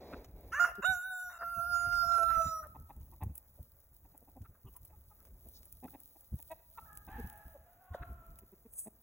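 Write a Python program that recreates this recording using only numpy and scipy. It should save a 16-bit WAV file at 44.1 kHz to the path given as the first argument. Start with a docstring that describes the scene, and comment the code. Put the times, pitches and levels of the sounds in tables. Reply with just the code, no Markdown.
"""A dull rustle opens over faint air, rumble and the hiss of dry litter; hens cluck and peck, soft thuds below.
A rooster soon crows close by in three syllables; much later a second one answers from far off.
Voices are membrane pulses or harmonics through resonances; ground sounds are shaped noise and decaying tones.
Straws snap, a peep and a pop sound once each, a bright scratch comes late; the treble is spread in stereo."""
import sys
import numpy as np
from scipy import signal
from scipy.fft import rfft, irfft, next_fast_len
from scipy.io import wavfile
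from scipy.ndimage import uniform_filter1d

SR = 44100
rng = np.random.default_rng(int(sys.argv[2]) if len(sys.argv) > 2 else 0)


def dump_mix(stems):
    """Bounce the given channels to the path in sys.argv[1] as a 16-bit WAV at rate SR."""
    frames = np.atleast_2d(stems).T  # one column per channel
    limited = np.clip(frames, -1, 1)  # hard clip at full scale
    pcm = np.round(limited * 32767).astype(np.int16)
    wavfile.write(sys.argv[1], SR, pcm)


N = 397782
T = np.arange(N) / SR
EDGE_HZ = 15900  # upper band limit

# breaking straw: hz, gain_db
STRAW_BREAK_COLOUR = [(5000, -32), (7600, -27), (8300, -4), (12000, -5), (16000, -1)]


def amp(db):
    """Decibels to gain."""
    return 10 ** (np.asarray(db) / 20)


def unit(x):
    """Scales to rms 1."""
    return x / np.sqrt(np.mean(x ** 2) + 1e-20)


def steady(x, size=700):
    """Holds the running rms at 1 over a window of size samples."""
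    return x / np.sqrt(abs(uniform_filter1d(x ** 2, size)) + 1e-14)


def read(points, hz):
    """Reads a table on a log-frequency axis."""
    f, value = np.transpose(points)
    return np.interp(np.log(hz + 1), np.log(f + 1), value)


def shape(x, gain):
    """Filters x by a gain that is a function of frequency."""
    size = next_fast_len(len(x) + 2048)
    spectrum = rfft(x, size) * gain(np.fft.rfftfreq(size, 1 / SR))
    return irfft(spectrum, size)[:len(x)]


def colour(x, points):
    """Filters x by a (hz, gain_db) table."""
    return shape(x, lambda f: amp(read(points, f)))


def ring(x, modes):
    """Filters x by steep (hz, width_hz, gain_db) resonances."""
    def gain(f):
        return sum(amp(db) / (1 + (2 * (f - hz) / width) ** 2) ** 2 for hz, width, db in modes)
    return shape(x, gain)


def noise(points, count=N):
    """Coloured noise of rms 1."""
    return unit(colour(rng.standard_normal(count), points))


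def drift(count, rate_hz):
    """Smooth random curve of rms 1, rolled off above rate_hz."""
    return unit(shape(rng.standard_normal(count), lambda f: np.exp(-(f / rate_hz) ** 2)))


def add(mix, s, sound):
    """Adds a sound to the mix at time s."""
    part = mix[max(round(s * SR), 0):][:len(sound)]
    part += sound[:len(part)]


def controls(rows):
    """Joins the rows of a table into one curve per column after time."""
    s, *columns = np.transpose(rows)
    t = np.arange(s[0], s[-1], 1 / SR)
    return [np.interp(t, s, c) for c in columns]


def air():
    """Steady yard air, as coloured noise, over a lumpy low rumble."""
    # rumble: time_s, relative_db
    rumble_curve = [(0.0, -69.5), (0.68, -69), (1.21, -83), (1.66, -63.5), (3.24, -68.5), (3.42, -79.5),
                    (5.57, -70.5), (6.28, -83.5), (6.73, -75.5), (7.21, -61), (7.84, -85), (8.11, -64),
                    (9.02, -84.5)]
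    # rumble: hz, gain_db
    rumble_colour = [(15, -28.5), (40, 1.5), (70, 3), (120, -9.5), (400, -26), (4000, -100)]
    # air and hiss: hz, gain_db
    air_colour = [(90, -5.5), (180, -18), (350, -20.5), (570, -13), (850, -19.5), (1300, -22.5),
                  (2000, -29.5), (3500, -47), (5500, -37), (7700, -30), (8300, -46), (11000, -35.5),
                  (14000, -15.5), (15700, -21)]
    lumps_db = 3.5 * drift(N, rate_hz=10)
    rumble_db = np.interp(T, *np.transpose(rumble_curve)) + 10.5 + lumps_db
    rumble = noise(rumble_colour) * amp(rumble_db)
    return rumble + amp(-69.5) * noise(air_colour) * amp(1.5 * drift(N, rate_hz=21))


def litter(grains_per_s=80, spread_db=3.3, grain_decay_s=0.00047):
    """Feet stir straw and crumbs: fine hiss plus crackles made of decaying noise grains."""
    # stirring: time_s, relative_db
    stir_curve = [(0, -69), (.5, -61.5), (2.7, -62), (3.4, -61), (4.2, -63.5), (5, -62.5), (5.6, -57),
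                  (6.3, -55.5), (6.7, -59.5), (7.3, -56.5), (7.8, -64.5), (8.2, -64.5), (8.6, -62.5)]
    # straw: hz, gain_db
    straw_colour = [(1500, -48), (4000, -11), (7600, -15), (8200, -9.5), (11000, -3.5), (14000, 1),
                    (16000, 7)]
    strength = amp(spread_db * np.minimum(rng.exponential(1, N), 4))
    clicks = (rng.random(N) < grains_per_s / SR) * strength
    grains = signal.lfilter([1], [1, -np.exp(-1 / (grain_decay_s * SR))], clicks)
    grains = grains * rng.standard_normal(N)
    level = amp(np.interp(T, *np.transpose(stir_curve)) + 1.8 * drift(N, rate_hz=13))
    hiss = amp(-1.0) * noise(straw_colour)
    crackle = amp(-3.5) * unit(colour(grains, straw_colour))
    return level * (hiss + crackle)


def scrape(rows, points, flutter_db):
    """Friction stroke: coloured noise with a drawn level and random flutter."""
    db, = controls(rows)
    count = len(db)
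    out = np.zeros(N)
    stroke = noise(points, count=count) * amp(db + flutter_db * drift(count, rate_hz=35))
    add(out, rows[0][0], stroke * signal.windows.tukey(count, .03))
    return out


def rustle():
    """Dull friction noise at the start, and again softly as feet shuffle."""
    # first rustle: time_s, relative_db
    first_curve = [(0.0, -55.5), (.17, -54.5), (.27, -68), (.33, -73), (.38, -63.5), (.43, -67),
                   (.53, -61.5)]
    # shuffling feet: time_s, level_db
    shuffle_curve = [(5.12, -83.5), (5.28, -76), (5.38, -79.5), (5.47, -72.5), (5.68, -79)]
    # both: hz, gain_db
    dull_colour = [(90, -14), (140, -3.5), (330, 6), (650, 3.5), (1000, -7), (1300, -18.5), (2300, -16.5),
                   (3000, -30.5), (4000, -16), (8000, -35)]
    first = amp(3.0) * scrape(first_curve, dull_colour, flutter_db=1.0)
    return first + scrape(shuffle_curve, dull_colour, flutter_db=3.5)


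def syrinx(hz, rough, jitter, half_share, breath, waver_db=0):
    """Membrane pulses with wavering overtones; when rough they jitter, alternate in strength, leak puffs."""
    count = len(hz)
    turns = np.cumsum(hz * (1 + jitter * rough * drift(count, rate_hz=150))) / SR
    pulses = np.zeros(count)
    for k in range(1, 29):
        waver = amp(waver_db * drift(count, rate_hz=7.7)) if waver_db else 1
        pulses += np.cos(2 * np.pi * k * turns) * (k * hz < EDGE_HZ) * waver
    pulses = unit(pulses) * (1 + half_share * rough * np.cos(np.pi * turns))
    puffs = unit((1 + np.cos(2 * np.pi * turns) / 2) * rng.standard_normal(count))
    return turns, pulses + breath * rough * puffs


def hens(swell=1.3, sag=0.11, linger_s=.003, chest_hz=700, beak_sharpness=2.0):
    """Clucks: a few sagging pulses swell and stop short through chest, throat and a beak loudest mid-note."""
    # clucks: start_s, length_s, pitch_hz, throat_hz, relative_db, chest_re_throat_db, beak_re_throat_db,
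    # roughness (0-1)
    clucks = [(.122, 0.028, 303, 1410, -48.5, 2.5, -8, 0.78), (0.776, .032, 204, 390, -49.5, 2.5, -34, .2),
              (2.741, 0.033, 315.3, 890, -52, -8.5, -22, 0.52),
              (2.888, .034, 314, 844, -51.5, -10.5, -18, 0.51),
              (3.115, 0.037, 328.4, 910, -61.5, -7, -19, 0.77),
              (3.203, 0.043, 299.6, 856, -46.5, -7, -14.5, 0.54),
              (3.571, 0.035, 259.7, 599, -63, -5, -27.5, .65), (4.04, 0.029, 290, 792, -67, -4, -15, 0.55),
              (4.137, .026, 293, 782, -64, -1.5, -19.5, 0.38),
              (4.21, 0.032, 247, 600, -68.5, 3.5, -24, .42), (4.27, 0.031, 303, 797, -63.5, -1, -21, 0.54),
              (4.35, 0.038, 269, 706, -58.5, 3, -28, 0.33), (4.439, 0.035, 451, 1350, -62, -14, -14, 0.28),
              (4.539, .029, 485, 1380, -70.5, -12, -21, 0.48),
              (4.643, 0.055, 412.4, 1057, -66.5, 4, -18.5, 0.48),
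              (4.739, 0.046, 347.4, 1010, -64, -20.5, -23, .25),
              (4.894, 0.024, 293, 710, -69, -5, -11, 0.46),
              (4.916, 0.041, 429, 990, -65.5, -12, -25.5, 0.07),
              (5.1, 0.034, 432, 1060, -63.5, -22, -29, 0.08), (5.191, .035, 470, 1390, -73, -11, -15, 0.38),
              (5.453, .025, 228, 612, -64.5, 5.5, -23, 0.42),
              (5.821, 0.05, 237.5, 762, -51.5, 5.5, -16, 0.54),
              (5.876, 0.015, 392, 1384, -61, 2, -10, 0.92),
              (5.929, 0.037, 271.5, 760, -55.5, 2.5, -11.5, 0.42),
              (6.149, 0.028, 303.5, 760, -64.5, -3.5, -19, .51),
              (6.384, 0.026, 314.6, 786, -63.5, -6, -13, 0.29),
              (6.497, 0.043, 321.3, 743, -43, -23, -14.5, 0.14),
              (6.772, .027, 465, 1110, -45, -28, -16.5, 0.15),
              (7.071, 0.029, 331.6, 800, -53.5, -0.5, -12, 0.6),
              (7.175, 0.038, 235.5, 430, -54, 9.5, -24, 0.21),
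              (7.54, 0.031, 289, 574, -52, -23.5, -39, 0.14),
              (8.015, 0.029, 358, 1430, -50, -8.5, -11, 0.73),
              (8.416, 0.029, 201, 397.6, -68.5, 7, -16, 0.48),
              (8.519, 0.027, 192, 376, -61.5, 2, -23, 0.08),
              (8.647, 0.027, 229.6, 416, -62, 5.5, -21, 0.09), (8.854, .036, 214.7, 690, -55, 6, -18, 0.3)]
    # beak: hz, width_hz, gain_db
    beak_modes = [(1870, 800, 1.5), (2558, 470, -0.5), (3780, 1200, -8)]
    out, margin = np.zeros(N), SR // 200

    def linger(f):  # phase only: low tones come later
        return np.exp(-2j * np.pi * linger_s * chest_hz * np.log1p(f / chest_hz))

    for s, length, hz, throat_hz, db, chest_db, beak_db, rough in clucks:
        u = np.linspace(0, 1, int(length * SR))
        effort = np.sin(np.pi * u ** swell).clip(0)
        sagging_hz = hz * (1 + sag * (.5 - u))
        _, pulses = syrinx(sagging_hz, np.clip(rough, 0, 1), jitter=.2, half_share=.9, breath=1.6)
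        note = shape(np.pad(pulses * effort, margin), linger)
        crest = np.pad(pulses * effort ** beak_sharpness, margin)
        chest = unit(ring(note, [(236, 440, 0)]))
        throat = unit(ring(note, [(throat_hz, .55 * throat_hz, 0), (950, 400, -16)]))
        beak = unit(ring(crest, beak_modes))
        cluck = throat + amp(chest_db) * chest + amp(beak_db) * beak
        add(out, s - margin / SR - linger_s / 2, amp(db - 5.0) * cluck)
    return out


def pecks(t60_s=0.039, knock_t60_s=0.047, brush_s=0.015, brush_db=-19):
    """A beak brushes into dry litter, then hits: a bright decaying snap over a duller knock."""
    # pecks: hit_s, snap_db, knock_relative_db
    peck_rows = [(.245, -54.5, 9), (.7527, -49.5, 0), (2.67, -50, -17), (3.011, -62.5, 4),
                 (3.234, -44.5, -9), (3.354, -39, -20), (4.417, -60.5, 4.5), (4.741, -64, 3),
                 (4.7648, -41, -18), (4.8505, -45, -16.5), (5.2509, -54, -0.5), (5.27, -66, 5),
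                 (5.6547, -48, -16), (6.516, -44, -10), (7.3756, -49.5, -24), (8.388, -45, -9)]
    knock_colour = [(900, 5), (2000, -2), (4000, -3), (7000, 1.0), (10000, -25.0)]  # hz, gain_db
    out, t = np.zeros(N), np.arange(-SR // 50, SR // 20) / SR
    brush = amp(brush_db) * np.exp(-abs(t) / brush_s)
    for s, db, knock_db in peck_rows:
        snap = noise(STRAW_BREAK_COLOUR, count=len(t))
        knock = noise(knock_colour, count=len(t)) * amp(-60 * abs(t) / knock_t60_s)
        hit = snap * amp(-60 * abs(t) / t60_s) + amp(knock_db - 9.0) * knock
        add(out, s + t[0], amp(db) * np.where(t < 0, brush * snap, hit))
    return out


def thuds(rise_s=0.015, scuff_db=-7):
    """Soft blows: a few cycles of bass with a little scuff under one rise and decay."""
    # thuds: start_s (sounded 3 ms early), relative_db, pitch_hz
    thud_rows = [(.334, -60, 58), (.885, -51, 67.8), (1.566, -51, 103), (1.866, -51, 91.2),
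                 (2.364, -49.5, 49.3), (2.453, -45, 81), (2.966, -54, 59.5), (3.222, -43, 84),
                 (3.253, -44.5, 90), (3.292, -50, 69.4), (3.595, -53.5, 70), (4.405, -52, 95.8),
                 (4.489, -58, 90), (4.64, -56.5, 108), (6.321, -41, 72), (7.235, -48, 70),
                 (7.447, -54.5, 61.8), (7.906, -51, 78.5), (8, -50.5, 57)]
    # scuff: hz, gain_db
    scuff_colour = [(20, -5), (130, 2.5), (250, -12.5), (500, -27.5), (5000, -85)]
    out, t = np.zeros(N), np.arange(SR // 6) / SR
    envelope = (t / rise_s * np.exp(1 - t / rise_s)) ** 2
    for s, db, hz in thud_rows:
        blow = np.sin(2 * np.pi * hz * t) + amp(scuff_db) * noise(scuff_colour, count=len(t))
        add(out, s - .003, amp(db + 9.0) * blow * envelope)
    return out


def roughness(t, lock_s, break_s, rough_before, rough_locked):
    """The voice starts rough, locks into a cleaner tone and breaks up; the held note catches once."""
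    locked = (1 + np.tanh((t - lock_s) / 0.003)) / 2
    broken = (1 + np.tanh((t - break_s) / 0.0087)) / 2
    catch = 0.25 * np.exp(-((t - 2.3) / 0.027) ** 2)
    rough = rough_before * (1 - locked) + rough_locked * (locked - broken) + .75 * broken + catch
    return rough, locked


def strained_rasp(pulses, t, band_hz=500):
    """Uneven pulses fray every overtone; the rasp spurts and each band sputters by itself."""
    # strain in the held note: time_s, relative_db
    rasp_curve = [(1.7, -87.5), (1.9, -76), (1.96, -70.5), (2.06, -80), (2.13, -65.5), (2.19, -63),
                  (2.27, -71), (2.33, -68.5), (2.4, -73), (2.47, -64), (2.53, -82), (2.6, -105)]
    # rasp: hz, gain_db
    rasp_colour = [(300, 9), (1000, 1), (1500, 0), (2700, -4), (3400, -7), (4050, 4), (4650, -14),
                   (5400, -4.5), (8000, -8)]
    count = len(t)
    frayed = colour(pulses * drift(count, rate_hz=330), rasp_colour)
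    frayed = frayed * amp(1.8 * drift(count, rate_hz=55))
    leak = np.zeros(count)
    for centre_hz in band_hz * np.arange(1, 18):
        sputter = amp(2.5 * drift(count, rate_hz=60))
        leak += ring(frayed, [(centre_hz, 2 * band_hz, 0)]) * sputter
    rasp_db = np.interp(t, *np.transpose(rasp_curve), left=-100, right=-100) + 9.5
    return unit(leak) * amp(rasp_db)


def syllable(curve, lock_s, break_s, rough_before, rough_locked, swing):
    """Pulses through a throat resonant near the second harmonic, with beak and shrill overtones above."""
    # upper throat as the beak moves: start_s, end_s, [(hz, width_hz, gain_db)]
    throat_stages = [(.4, 0.796, [(1770, 650, 6.5), (2480, 1900, -6.5), (4900, 340, -4.5),
                     (6200, 2600, -4.5)]), (.8, 1.384, [(3763, 236, 10), (5883, 1040, -7),
                     (6380, 330, -10.5), (7230, 560, 1)]), (1.38, 1.97, [(4898, 150, 8), (5850, 750, 0),
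                     (6890, 570, -12)]), (1.97, 2.35, [(4870, 260, 5), (5470, 520, 5), (6800, 510, -1.5)]),
                     (2.35, 2.799, [(5100, 480, -3), (5830, 490, 14), (7200, 630, -11)])]
    # open beak: hz, width_hz, gain_db
    beak_modes = [(1890, 580, -5.5), (2750, 250, 2.5)]
    # main throat resonance: hz, gain_db
    bell_colour = [(800, -32.5), (1000, -7.5), (1150, -10), (1400, 4), (1720, -13.5), (1840, -15),
                   (1980, -49), (2500, -73.5)]
    # top of the voice: hz, gain_db
    sizzle_colour = [(7400, -49.5), (8400, -2.5), (10300, 4), (10800, 2.5), (12800, -1), (13800, 6),
                     (15700, 1)]
    hz, effort_db, fundamental_db, beak_db, shrill_db = controls(curve)
    count = len(hz)
    t = curve[0][0] + np.arange(count) / SR
    rough, locked = roughness(t, lock_s, break_s, rough_before, rough_locked)
    # slow tremble and fast flutter of pitch
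    trembling_hz = hz * (1 + .003 * drift(count, rate_hz=30) + .002 * drift(count, rate_hz=230))
    turns, pulses = syrinx(trembling_hz, rough, jitter=.04, half_share=0.19, breath=0.56, waver_db=5.5)

    base_gain = amp(fundamental_db + 3 * drift(count, rate_hz=23))
    base = base_gain * steady(ring(pulses, [(670, 560, 0)]))
    # a rough membrane rattles, throwing sidebands around the main resonance
    rattle = 1 + rough ** 2 * (0.31 * np.cos(np.pi * turns) + 0.57 * drift(count, rate_hz=590))
    bell_gain = amp(effort_db - 1.8 + 1.16 * drift(count, rate_hz=24))
    bell = bell_gain * steady(colour(pulses, bell_colour) * rattle)
    beak = amp(beak_db + 3 * drift(count, rate_hz=25)) * steady(ring(pulses, beak_modes))
    upper = np.zeros(count)
    for start, end, modes in throat_stages:
        fade = uniform_filter1d(1. * ((start <= t) & (t < end)), size=3000)
        upper += ring(pulses, modes) * fade
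    shrill = amp(shrill_db - 1) * steady(upper)

    # sizzle grows 0.23 dB per dB of effort, capped 8 dB under it; then 10.5 dB weaker unlocked, 3.5 locked
    sizzle_db = np.minimum(-49.5 + 0.23 * (effort_db + 27.5), effort_db - 8)
    sizzle = amp(sizzle_db - 7 * (1.5 - locked)) * steady(colour(pulses, sizzle_colour))
    rasp = strained_rasp(pulses, t)

    # above -41.5 dB of effort the main resonance leans right
    left = amp(-swing * np.maximum(effort_db + 41.5, 0))
    gains = np.array([left, np.ones(count)]) * np.sqrt(2 / (1 + left ** 2))
    ends = np.clip(np.minimum(t - t[0], t[-1] - t) / 0.006, 0, 1)
    return (base + gains * bell + beak + shrill + sizzle + rasp) * ends


def rooster():
    """The near crow: a short syllable, a longer one and the held note, each driven by its own curves."""
    # three syllables: time_s, pitch_hz, effort_db, fundamental_db, beak_db, shrill_relative_db
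    OPENING = [(.516, 404, -58.5, -77.5, -73.5, -63), (.529, 448.3, -37, -68, -59, -53),
               (.545, 537, -32, -62, -58.5, -48.5), (.566, 581.4, -39, -59, -51.5, -46),
               (.594, 605, -32.5, -58, -57.5, -50), (.599, 699.3, -24.5, -46, -69, -44),
               (.646, 703, -23, -53, -58.5, -48.5), (.668, 691, -39, -47.5, -68.5, -51.5),
               (.725, 696, -56.5, -56.5, -73.5, -65)]
    MIDDLE = [(.819, 475.6, -55.5, -80.5, -70.5, -72.5), (.826, 498, -38, -69, -47.5, -56),
              (.84, 581.7, -35.5, -46, -58, -54.5), (.852, 725.8, -24.5, -42.5, -48.5, -40),
              (.9, 759.2, -25, -38.5, -61, -42.5), (.972, 714.3, -38.5, -56, -80, -57),
              (1.075, 756, -40, -67, -81.5, -60.5), (1.14, 737, -40, -55, -83, -56.5),
              (1.27, 725.5, -43.5, -59.5, -88, -61), (1.385, 689, -54, -61.5, -69, -66)]
    HELD = [(1.385, 709, -52.5, -68, -72.5, -68), (1.405, 690, -47, -59.5, -75.5, -67.5),
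            (1.42, 679, -40, -49.5, -72, -68.5), (1.53, 693, -39.5, -66.5, -74, -67.5),
            (1.6, 681, -33, -44.5, -71, -63), (1.68, 701, -37, -60, -77, -63),
            (1.74, 695.2, -29, -49.5, -67, -49), (1.88, 696.5, -33.5, -54, -72, -57),
            (2, 695.3, -26, -56, -71.5, -45.5), (2.06, 686, -31.5, -50, -75, -50.5),
            (2.15, 686, -24.5, -41.5, -63.5, -52), (2.22, 671.4, -27.5, -42.5, -72, -58.5),
            (2.29, 670.8, -26, -56, -74.5, -63), (2.41, 658.2, -27.5, -43.5, -76.5, -53.5),
            (2.46, 654, -33, -55, -76, -51.5), (2.595, 637, -41.5, -60.5, -85, -57),
            (2.62, 625.5, -54.5, -54, -88, -67), (2.636, 629.6, -43.5, -66, -89.5, -76),
            (2.675, 610.5, -67, -60, -99, -90)]
    # syllables: curve, lock_s, break_s, rough_before (0-1), rough_locked (0-1), swing_right (dB per dB effort)
    syllables = [(OPENING, .594, .644, .4, .34, 0.47), (MIDDLE, .85, 1.295, 0.59, 0.013, 0.95),
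                 (HELD, 1.44, 2.628, 0.6, .025, 1.24)]
    out = np.zeros((2, N))
    for row in syllables:
        for channel, sound in zip(out, syllable(*row)):
            add(channel, row[0][0][0], sound)
    return out


def snaps(crack_s=.0007, splinter_db=-15, splinter_s=.005):
    """A dry straw snaps: one very short, bright noise crack among softer splinters."""
    # snaps: crack_s, level_db
    snap_rows = [(3.3792, -28), (5.6316, -47), (5.8426, -44), (6.357, -45), (6.738, -47), (6.9536, -44),
                 (4.178, -39), (5.4874, -44), (8.131, -50), (5.7255, -34), (6.003, -39), (6.035, -46),
                 (6.209, -41.5), (6.408, -43), (6.4265, -36), (6.931, -43), (6.974, -34), (7.2998, -37),
                 (7.3292, -44), (7.5223, -51), (8.737, -36)]
    out, t = np.zeros(N), np.arange(-SR // 100, SR // 30) / SR
    crack = (t >= 0) * np.exp(-abs(t) / crack_s)
    envelope = crack + amp(splinter_db) * np.exp(-abs(t) / splinter_s)
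    for s, db in snap_rows:
        add(out, s + t[0], amp(db) * envelope * noise(STRAW_BREAK_COLOUR, count=len(t)))
    return out


def peep(s=4.657, length_s=.045, start_hz=3080, sag_hz_per_s=5000, db=-70, waver_hz=170):
    """One faint, high, scratchy peep: a falling sine with fast random pitch waver."""
    out, t = np.zeros(N), np.arange(0, length_s, 1 / SR)
    hz = start_hz - sag_hz_per_s * t + waver_hz * drift(len(t), rate_hz=420)
    tone = np.sin(2 * np.pi * np.cumsum(hz) / SR)
    add(out, s, amp(db) * tone * np.hanning(len(t)))
    return out


def drag():
    """A claw drags through straw: one uneven friction stroke."""
    # drag: time_s, level_db
    drag_curve = [(5.53, -87), (5.57, -71), (5.7, -89)]
    # drag: hz, gain_db
    drag_colour = [(2500, -44), (3800, 11), (6000, 11), (9000, -10)]
    return scrape(drag_curve, drag_colour, flutter_db=6)


def far_rooster(strain=0.71, flutter_db=2.0):
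    """The answering crow: harmonics 1, 1.5 and 2 of a wavering pitch, hoarser the louder it gets."""
    # overlapping notes, each: time_s, pitch_hz, relative_db, second_harmonic_relative_db, half_relative_db
    far_notes = [
        [(6.75, 668, -71, 2, -10), (6.82, 660, -67.5, 9, -16), (6.85, 657, -72, 5, -6), (6.865, 845, -66, 0, 1),
         (6.92, 850, -65, 4, 3), (6.97, 842, -79, -3, -4)],
        [(7.07, 761, -59, -4, -2), (7.11, 799, -54, -5.5, -16), (7.148, 895.5, -53.5, -5, -17),
         (7.195, 800.6, -54.5, -3, -13.5), (7.26, 830, -69.5, -1, -19), (7.33, 832, -60, -3.5, -16),
         (7.45, 845.6, -69, -1, -15), (7.53, 820, -73, -19.5, -14.5)],
        [(7.3, 674, -65, -11.5, -19), (7.42, 660, -66.5, -6.5, -24), (7.64, 646, -71, -23, -28.5)],
        [(7.64, 708.5, -61, -20.5, -23.5), (7.76, 732, -73, -6, -19), (7.9, 731, -61, -7, -1),
         (7.99, 697, -58, -2.5, -7), (8.11, 676.3, -68, 3, -12), (8.22, 669.7, -64, -0.5, -12),
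         (8.36, 649.5, -79, -0.5, -10)],
    ]
    # hoarse noise: hz, gain_db
    hoarse_colour = [(400, -4), (800, 11), (1200, 5), (1800, 4.5), (2100, -3), (2400, -22), (2960, -5.5),
                     (3400, -9), (4200, -16.5), (5500, -67)]
    out = np.zeros(N)
    for curve in far_notes:
        hz, db, second_db, half_db = controls(curve)
        count = len(hz)
        phase = 2 * np.pi * np.cumsum(hz * (1 + .023 * drift(count, rate_hz=80))) / SR
        tone = np.cos(phase) + amp(second_db) * np.cos(2 * phase) + amp(half_db) * np.cos(1.5 * phase)
        hoarse_db = -11.5 + strain * np.maximum(db + 62, 0)
        hoarse = amp(hoarse_db) * noise(hoarse_colour, count=count) * (1 + np.cos(phase))
        level = amp(db + flutter_db * drift(count, rate_hz=44))
        voice = (np.sqrt(2) * tone + hoarse) * level
        add(out, curve[0][0], voice * signal.windows.tukey(count, .1))
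    return out


def pop(s=7.944, db=-34, from_hz=1900, to_hz=540, fall_s=0.00182, peak_s=0.0057, width_s=0.0049,
        scuff_db=-14):
    """One sharp pop: a few cycles that drop quickly in pitch, inside a short noise scuff."""
    scuff_colour = [(200, 5), (600, -4), (1500, 3.5), (2400, -38), (3500, -8.5), (5000, -23.5)]  # hz, gain_db
    out, t = np.zeros(N), np.arange(-SR // 100, SR // 25) / SR
    hz = to_hz + (from_hz - to_hz) * np.exp(-np.maximum(t, 0) / fall_s)
    tone = np.sin(2 * np.pi * np.cumsum(hz) / SR) / np.cosh(2 * (t - peak_s) / width_s)
    scuff = noise(scuff_colour, count=len(t)) * np.exp(-abs(t - peak_s) / .009)
    add(out, s + t[0], amp(db) * (tone + amp(scuff_db) * scuff))
    return out


def swish():
    """A bright scratch: one friction stroke that swells and fades."""
    # swish: time_s, relative_db
    swish_curve = [(8.66, -93.5), (8.794, -51.5), (8.94, -88.5)]
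    # swish: hz, gain_db
    swish_colour = [(3000, -31.5), (5000, -22), (5800, -20), (6500, -9.5), (7600, -11.5), (8200, 9),
                    (9300, 6.5), (11000, 0.5), (12800, -17), (14500, 6.5), (15700, -17)]
    return amp(11.0) * scrape(swish_curve, swish_colour, flutter_db=2.5)


def yard(x):
    """Scattered echoes from ground, fences and sheds: sparse random taps whose treble dies first."""
    # decay: hz, t60_s
    decay_times = [(200, 0.87), (1400, 0.72), (3000, 0.73), (8000, 0.23), (15000, 0.13)]
    taps = rng.standard_normal((2, SR)) * (rng.random((2, SR)) < 1500 / SR) * (T[:SR] > .012)
    hz, t, z = signal.stft(taps, SR, nperseg=256)
    decay = amp(-60 * t / read(decay_times, hz)[:, None])
    tail = signal.istft(z * decay, SR, nperseg=256)[1]
    return signal.fftconvolve(x[None], tail / np.linalg.norm(tail[0]), axes=1)[:, :N]


def scene():
    """Birds and ground sounds in the open yard; only the birds and the pop feed the echoes."""
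    crow, far = rooster(), far_rooster()
    small_sounds = hens() + pop() + peep()
    ground = pecks() + snaps() + thuds() + litter() + air()
    ground = ground + rustle() + swish() + drag()
    echoes = yard(amp(-18.5) * crow.mean(0) + amp(-20.5) * small_sounds + amp(-6.5) * far)
    return crow + small_sounds + amp(-5.0) * far + ground + echoes


def record(dry, lag_s=0.0002214, wide_hz=2600):
    """The bass is mono; the right channel's treble comes late and inverted; then the band limit."""
    size = next_fast_len(N + 2048)
    f = np.fft.rfftfreq(size, 1 / SR)
    left, right = rfft(dry, size)
    mid = (left + right) / 2
    side = (left - right) / 2 * np.clip((f - 750) / 400, 0, 1)
    # lag and inversion come in from wide_hz / 2, full at wide_hz
    share = np.clip((f - wide_hz / 2) / (wide_hz / 2), 0, 1)
    turn = np.exp(-1j * (2 * np.pi * f * lag_s - np.pi) * share)
    wide = irfft(np.array([mid + side, (mid - side) * turn]), size)[:, :N]
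    band_limit = signal.firwin(511, EDGE_HZ, window=("kaiser", 9), fs=SR)
    return signal.oaconvolve(wide, band_limit[None], "same")


dry = scene()
out = record(dry)
dump_mix(out)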